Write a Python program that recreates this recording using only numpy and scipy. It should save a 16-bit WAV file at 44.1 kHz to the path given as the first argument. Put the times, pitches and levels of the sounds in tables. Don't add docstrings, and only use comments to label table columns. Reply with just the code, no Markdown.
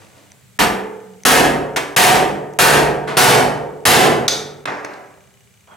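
import sys
import numpy as np
from scipy import signal
from scipy.fft import rfft, irfft
from scipy.io import wavfile
from scipy.ndimage import uniform_filter1d, minimum_filter1d

SR = 44100
rng = np.random.default_rng(int(sys.argv[2]) if len(sys.argv) > 2 else 0)


def ratio(d):
    e = np.asarray(d, float) / 20
    return 10 ** e


def int16_out(signal):
    q = np.round(np.clip(np.atleast_2d(signal).T, -1, 1) * 32767)
    wavfile.write(sys.argv[1], SR, q.astype(np.int16))


N = 254412


def read(points, hz):
    f, value = np.transpose(points)
    return np.interp(np.log(hz + 1), np.log(f + 1), value)


def evened(x):
    return x / np.sqrt(np.mean(x ** 2) + 1e-20)


def add(mix, start_s, sound):
    part = mix[..., round(start_s * SR):][..., :sound.shape[-1]]
    part += sound[..., :part.shape[-1]]


def coloured(points, length=N, count=1):
    z = rfft(rng.standard_normal((count, length)))
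    z = z * ratio(read(points, np.fft.rfftfreq(length, 1 / SR)))
    return evened(irfft(z, length))


def modes(table, length, wobble, spread_db):
    hz, db, t60_s = np.transpose(table)[:, :, None]
    t = np.arange(length) / SR
    luck = rng.standard_normal((len(table), 2))
    knot_gap = 1200
    knots = rng.standard_normal((len(table), length // knot_gap + 2))
    waver = np.array([np.interp(np.arange(length) / knot_gap, np.arange(len(k)), k) for k in knots])
    turns = np.cumsum(hz * (1 + wobble * waver), axis=1) / SR
    level_db = db + spread_db * luck[:, :1] - 60 * t / np.maximum(t60_s, .005)
    return (ratio(level_db) * np.sin(2 * np.pi * turns + 1.07 * luck[:, 1:])).sum(0)


def rustle():
    # start_s, peak_db, rise_s, fade_db_per_s
    stroke_groups = [
        [(0.0, -42, 0.0023, 150), (0.1, -47.5, 0.088, 123), (0.3, -53, 0.015, 600)],
        [(4.673, -20.5, 0.0048, 122), (4.846, -21.5, .002, 700), (4.88, -34, 0.03, 91)],
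        [(5.673, -46, .0008, 250), (5.68, -40.5, 0.056, 324)],
    ]
    # pitch_hz, level_db (per Hz)
    stroke_colours = [
        [(59, -24), (100, 6), (143, -25), (321, -3), (367, -17), (468, -6), (609, -8), (9000, -26.5), (11700, -36), (19800, -120)],
        [(45, -30.5), (110, -6), (300, -1.5), (800, 3), (1500, -1), (2400, -6.5), (3200, -22.5), (5500, -20.5), (7000, -28), (14000, -69)],
        [(100, -15), (500, -3), (750, 6), (1400, 1.5), (2000, -10), (3000, -17), (3300, -3.5), (3700, -30), (9000, -49)],
    ]
    rise_shape = 0.4
    t, out = np.arange(N) / SR, np.zeros((2, N))
    for rows, colour in zip(stroke_groups, stroke_colours):
        start_s, peak_db, rise_s, fade_db_per_s = np.transpose(rows)[:, :, None]
        rise = np.clip((t - start_s) / rise_s, 0, 1) ** rise_shape
        fade_db = fade_db_per_s * np.maximum(t - start_s - rise_s, 0)
        strokes = rise * ratio(peak_db - fade_db)
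        out += np.linalg.norm(strokes, axis=0) * coloured(colour, count=2)
    clumps = evened(uniform_filter1d(rng.standard_normal(N), 300))
    return out * ratio(1.8 * clumps - 1.5)


def ports(pair, same):
    # pitch_hz, lead_rad
    port_lead = [(60, .1), (150, .3), (340, .8), (780, .8), (1030, 1.2), (1720, .6), (3010, .3), (6500, .4),
                 (8200, .15), (15800, 0)]
    # pitch_hz, level_db
    left_over_right = [(60, -8), (110, 1), (200, -1), (380, 0), (700, -3), (1290, 0), (2380, 0.0),
                       (4400, -1), (8120, 1.5), (15000, 3.5)]
    hz, (a, b) = np.fft.rfftfreq(N, 1 / SR), rfft(pair)
    same = np.clip(same(hz), 0, 1)
    right = same * a * np.exp(-1j * read(port_lead, hz)) + np.sqrt(1 - same ** 2) * b
    half = ratio(read(left_over_right, hz) / 2)
    return irfft([a * half, right / half], N)


def camera():
    # pitch_hz, level_db (per Hz)
    hiss_colour = [(15, -71), (25, -22), (123, 2.5), (166, -7), (195, 1), (277, -22.5), (373, -19.5),
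                   (405, -10.5), (451, -16.5), (1070, -21), (1940, -18.5), (5430, -25.5), (7920, -19.5),
                   (8830, -25), (16000, -31)]
    # pitch_hz, level_db, t60_s
    motor_modes = [(2050, -2, .025), (2350, 0, .03), (2900, -3, .04), (3600, -7, .015), (6200, 1, .014)]
    # pitch_hz, level_db, t60_s
    body_modes = [(2130, 10.5, 0.0083), (2690, -14, 0.011), (3370, 4, 0.005), (6100, 17, 0.0072),
                  (7800, -8, .01), (8900, 6, 0.0057)]
    # start_s, peak_db
    body_clicks = [
        (0.3188, -41.5),
        (1.2354, -36.5),
        (2.537, -46),
        (4.848, -32.5),
        (5.059, -61),
    ]
    tick_s, tick_gap_s = 5.2067, 1001 / 30000
    tick_db, weak_tick_db = -52, -55
    pause_start_s, pause_end_s = .33, .8
    hiss_db, hiss_sag_db_per_s = -50, 0.5
    out = np.zeros(N)
    for k, start_s in enumerate(tick_s + tick_gap_s * np.arange(-155, 17)):
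        if not pause_start_s < start_s < pause_end_s:
            level_db = tick_db if k % 2 else weak_tick_db
            add(out, start_s, ratio(level_db) * modes(motor_modes, length=1400, wobble=.011, spread_db=1.5))
    for start_s, peak_db in body_clicks:
        add(out, start_s, ratio(peak_db - 6) * modes(body_modes, length=1000, wobble=.006, spread_db=1.5))
    hiss = ratio(hiss_db - hiss_sag_db_per_s * np.arange(N) / SR) * coloured(hiss_colour, count=2)
    return out * ratio([[.5], [-.5]]) + ports(hiss, lambda hz: 0.43 + 0 * hz)


def combed(x):
    height_db, spacing_hz = 2.2, 22
    z = rfft(x)
    bins = max(round(spacing_hz * x.shape[-1] / SR), 1)
    bumps = uniform_filter1d(rng.standard_normal(z.shape[-1]), bins)
    bumps = evened(uniform_filter1d(bumps, bins))
    return irfft(z * ratio(height_db * bumps), x.shape[-1])


def blow(force_db, hold_s, tilt_db, bass_db, ring, colour, strong, strong_db, wobble):
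    # pitch_hz, t60_s
    sheet_t60 = [(60, 1.44), (200, 1.165), (500, 1.324), (1000, 0.58), (2000, 0.55), (4000, 0.51),
                 (8000, 0.44), (15000, 0.28)]
    ring_knee_s = 0.023
    ring_spread = .05
    knee = 3
    length = 56000
    hz, t, z = signal.stft(combed(coloured(colour, length=length, count=2)), SR, nperseg=384, noverlap=288)
    ring_factor = ring * hold_s / (hold_s + ring_knee_s)
    ring_factor = ring_factor * np.exp(ring_spread * rng.standard_normal((len(hz), 1)))
    hz = hz[:, None] + 30
    tint_db = tilt_db * np.log2(hz / 2000) + bass_db / (1 + (hz / 800) ** 3)
    swell = 1 - 0.4 * np.exp(-t / (0.7 * hold_s)) / (1 + (hz / 900) ** 2)
    age_s = (t ** knee + hold_s ** knee) ** (1 / knee) - hold_s
    decay_db = 60 * age_s / np.maximum(read(sheet_t60, hz) * ring_factor, .02)
    z *= swell * ratio(tint_db - decay_db)
    crash = signal.istft(z, SR, nperseg=384, noverlap=288)[1][:, :length]
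    crash = crash / np.sqrt(np.mean(crash[:, :600] ** 2))
    t = np.arange(length) / SR
    hum = ratio(strong_db) * modes(strong, length, wobble=wobble, spread_db=2.64)
    hum = hum * (1 - np.exp(-t / (0.24 * hold_s + 0.0035)))
    contact = 1 - np.exp(-(t / 0.00032) ** 2)
    spreading = 1 - 0.44 * np.exp(-t / (0.1 * hold_s + 0.00054))
    return ratio(force_db - 9.5) * (crash + hum) * contact * spreading


def hammering():
    # start_s, force_db, hold_s (crash feeds itself)
    first_blow = [
        (.5895, -1, 0.045),
    ]
    later_blows = [
        (1.2512, 4.1, 0.11),
        (1.963, 4.2, 0.13),
        (2.588, 5.5, 0.12),
        (3.169, 4.25, 0.15),
        (3.853, 4.4, 0.14),
    ]
    # start_s, force_db, hold_s, tilt_db (per octave), bass_db
    knocks = [
        (1.761, -5, 0.01, 6.5, 16.5),
        (3.074, -14.5, 0.041, 2.5, 14.5),
        (4.655, -11.5, 0.002, 1, -9),
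        (4.674, -14.5, 0.0081, -5.5, -33),
    ]
    steel_hits = [
        (4.280, 4.5, 0.0039, -0.5, 1.1667),
        (4.848, -31, 0.002, 0.5, 8),
        (4.935, -38, 0.0045, -.7, 5.5),
    ]
    # pitch_hz, level_db, t60_s
    loose_modes = [(190, -7, 1.5), (140, -14, 1.2), (430, -7, 1.2), (465, -6, 1.15), (510, -5, 1.0),
                   (720, -9, 1.0), (883, -2, .6), (1560, -11, .7), (1730, -7, .6), (1920, -12, .5)]
    pinned_modes = [(146.44, -8, 1.48), (281.3, -19, 0.6), (393, -2, 0.84), (430.4, -4.5, 1.38),
                    (483.7, -2.5, 0.74), (556, -6.5, 1.12), (693, -9, 0.97), (735.6, -1, 0.88),
                    (924, -11.5, 1.22), (1223, -11.5, 1.02), (1875, -2.5, 0.73)]
    bench_modes = [(291.4, -2, 0.69), (392.7, -9, 1.73), (1650, -10.5, 1.2), (2300, -37, 0.355)]
    steel_modes = [(3570, -5, .24), (3955, -11, .2), (4258, -5, .22), (4883, -12, .2), (6240, -7, .22),
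                   (6600, -11, .2)]
    # pitch_hz, level_db (per Hz)
    sheet_colour = [(18, -65), (30, -9.5), (404, -2.5), (600, -6), (721, 1), (988, -3.5), (1720, -4.5),
                    (2230, -8), (3220, -10.5), (7090, -17), (11100, -17.5), (16000, -29)]
    knock_colour = [(35, -53), (60, -5.5), (330, -1.5), (1090, 4), (1220, 4), (1580, 2), (3420, -10.5),
                    (4030, -13.5), (9350, -28), (16000, -44)]
    clank_colour = [(400, -22), (1000, -6.5), (2000, -7.5), (3200, -6), (3600, -0.5), (4300, 5), (5000, -2),
                    (6400, -2.5), (7200, -8), (11500, -16), (16000, -25)]

    out = np.zeros((2, N))
    for start_s, force_db, hold_s in first_blow:
        add(out, start_s, blow(force_db, hold_s, tilt_db=-.9, bass_db=-2, ring=.55, colour=sheet_colour,
                               strong=loose_modes, strong_db=-10, wobble=.018))
    for start_s, force_db, hold_s in later_blows:
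        add(out, start_s, blow(force_db, hold_s, tilt_db=0.51, bass_db=-0.45, ring=.87, colour=sheet_colour,
                               strong=pinned_modes, strong_db=-8.5, wobble=.014))
    for start_s, *hit in knocks:
        add(out, start_s, blow(*hit, ring=.7, colour=knock_colour,
                               strong=bench_modes, strong_db=-14, wobble=.008))
    for start_s, *hit in steel_hits:
        add(out, start_s, blow(*hit, ring=.45, colour=clank_colour,
                               strong=steel_modes, strong_db=-10, wobble=.0015))
    return out


def shed(x, wet_db):
    # pitch_hz, t60_s
    shed_t60 = [(60, 0.27), (200, 0.68), (500, 1), (1000, 0.77), (2000, 0.65), (4000, 0.44), (8000, 0.43),
                (15000, 0.42)]
    length = 3 * SR // 2
    taps = np.zeros((2, length))
    at = np.arange(200, length - 10, 10)
    at = at + rng.integers(0, 10, (2, len(at)))
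    np.put_along_axis(taps, at, rng.choice([-1., 1.], at.shape), 1)
    hz, t, z = signal.stft(taps, SR, nperseg=512)
    z = z * ratio(-60 * t / read(shed_t60, hz)[:, None])
    tail = signal.istft(z, SR, nperseg=512)[1]
    tail[:, :200] = 0
    tail *= ratio(wet_db) / np.linalg.norm(tail[0])
    tail[:, 0] = 1
    return signal.fftconvolve(x, tail, axes=1)[:, :N]


def scene():
    # pitch_hz, likeness (0 to 1)
    port_likeness = [(60, .96), (130, .94), (290, .78), (640, .62), (1410, .64), (3100, .76), (6820, .76),
                     (10000, .84), (15000, .92)]
    room = shed(hammering() + rustle(), wet_db=-4.5)
    return ports(room, lambda hz: read(port_likeness, hz)) + camera()


def hush(x):
    ahead_s, rise_db, treble_hz = .009, 23, 1100
    high = signal.sosfiltfilt(signal.butter(2, treble_hz, "high", fs=SR, output="sos"), x)
    level_db = 10 * np.log10(abs(uniform_filter1d((high ** 2).mean(0), size=90)) + 1e-12)
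    ahead = round(ahead_s * SR)
    coming_db = -minimum_filter1d(-level_db, size=ahead, origin=-(ahead // 2))
    shut = np.clip((coming_db - level_db - rise_db) / 6, 0, 1)
    return x - uniform_filter1d(shut, size=60) * high


def low_pass(x):
    return signal.sosfilt(signal.butter(12, 16310, fs=SR, output="sos"), x)


def record(dry):
    low_cut_hz, edge_hz = 62, 16000
    recovery_db_per_s = 150.0
    dry = signal.sosfilt(signal.butter(2, low_cut_hz, "high", fs=SR, output="sos"), dry)
    power_db = 10 * np.log10(abs(uniform_filter1d((dry ** 2).mean(0), 260)) + 1e-12)
    fall_db = np.arange(N) * recovery_db_per_s / SR
    held_db = np.maximum.accumulate(power_db + fall_db) - fall_db
    over_db = np.maximum(held_db + 9.0, 0)
    held = dry / ratio(1.032 * uniform_filter1d(over_db, 200))
    edge = signal.firwin(255, edge_hz, window=("kaiser", 8), fs=SR)[None]
    mix = signal.oaconvolve(np.clip(hush(held), -1, 1), edge, "same")
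    return low_pass(mix)


dry = scene()
out = record(dry)
int16_out(out)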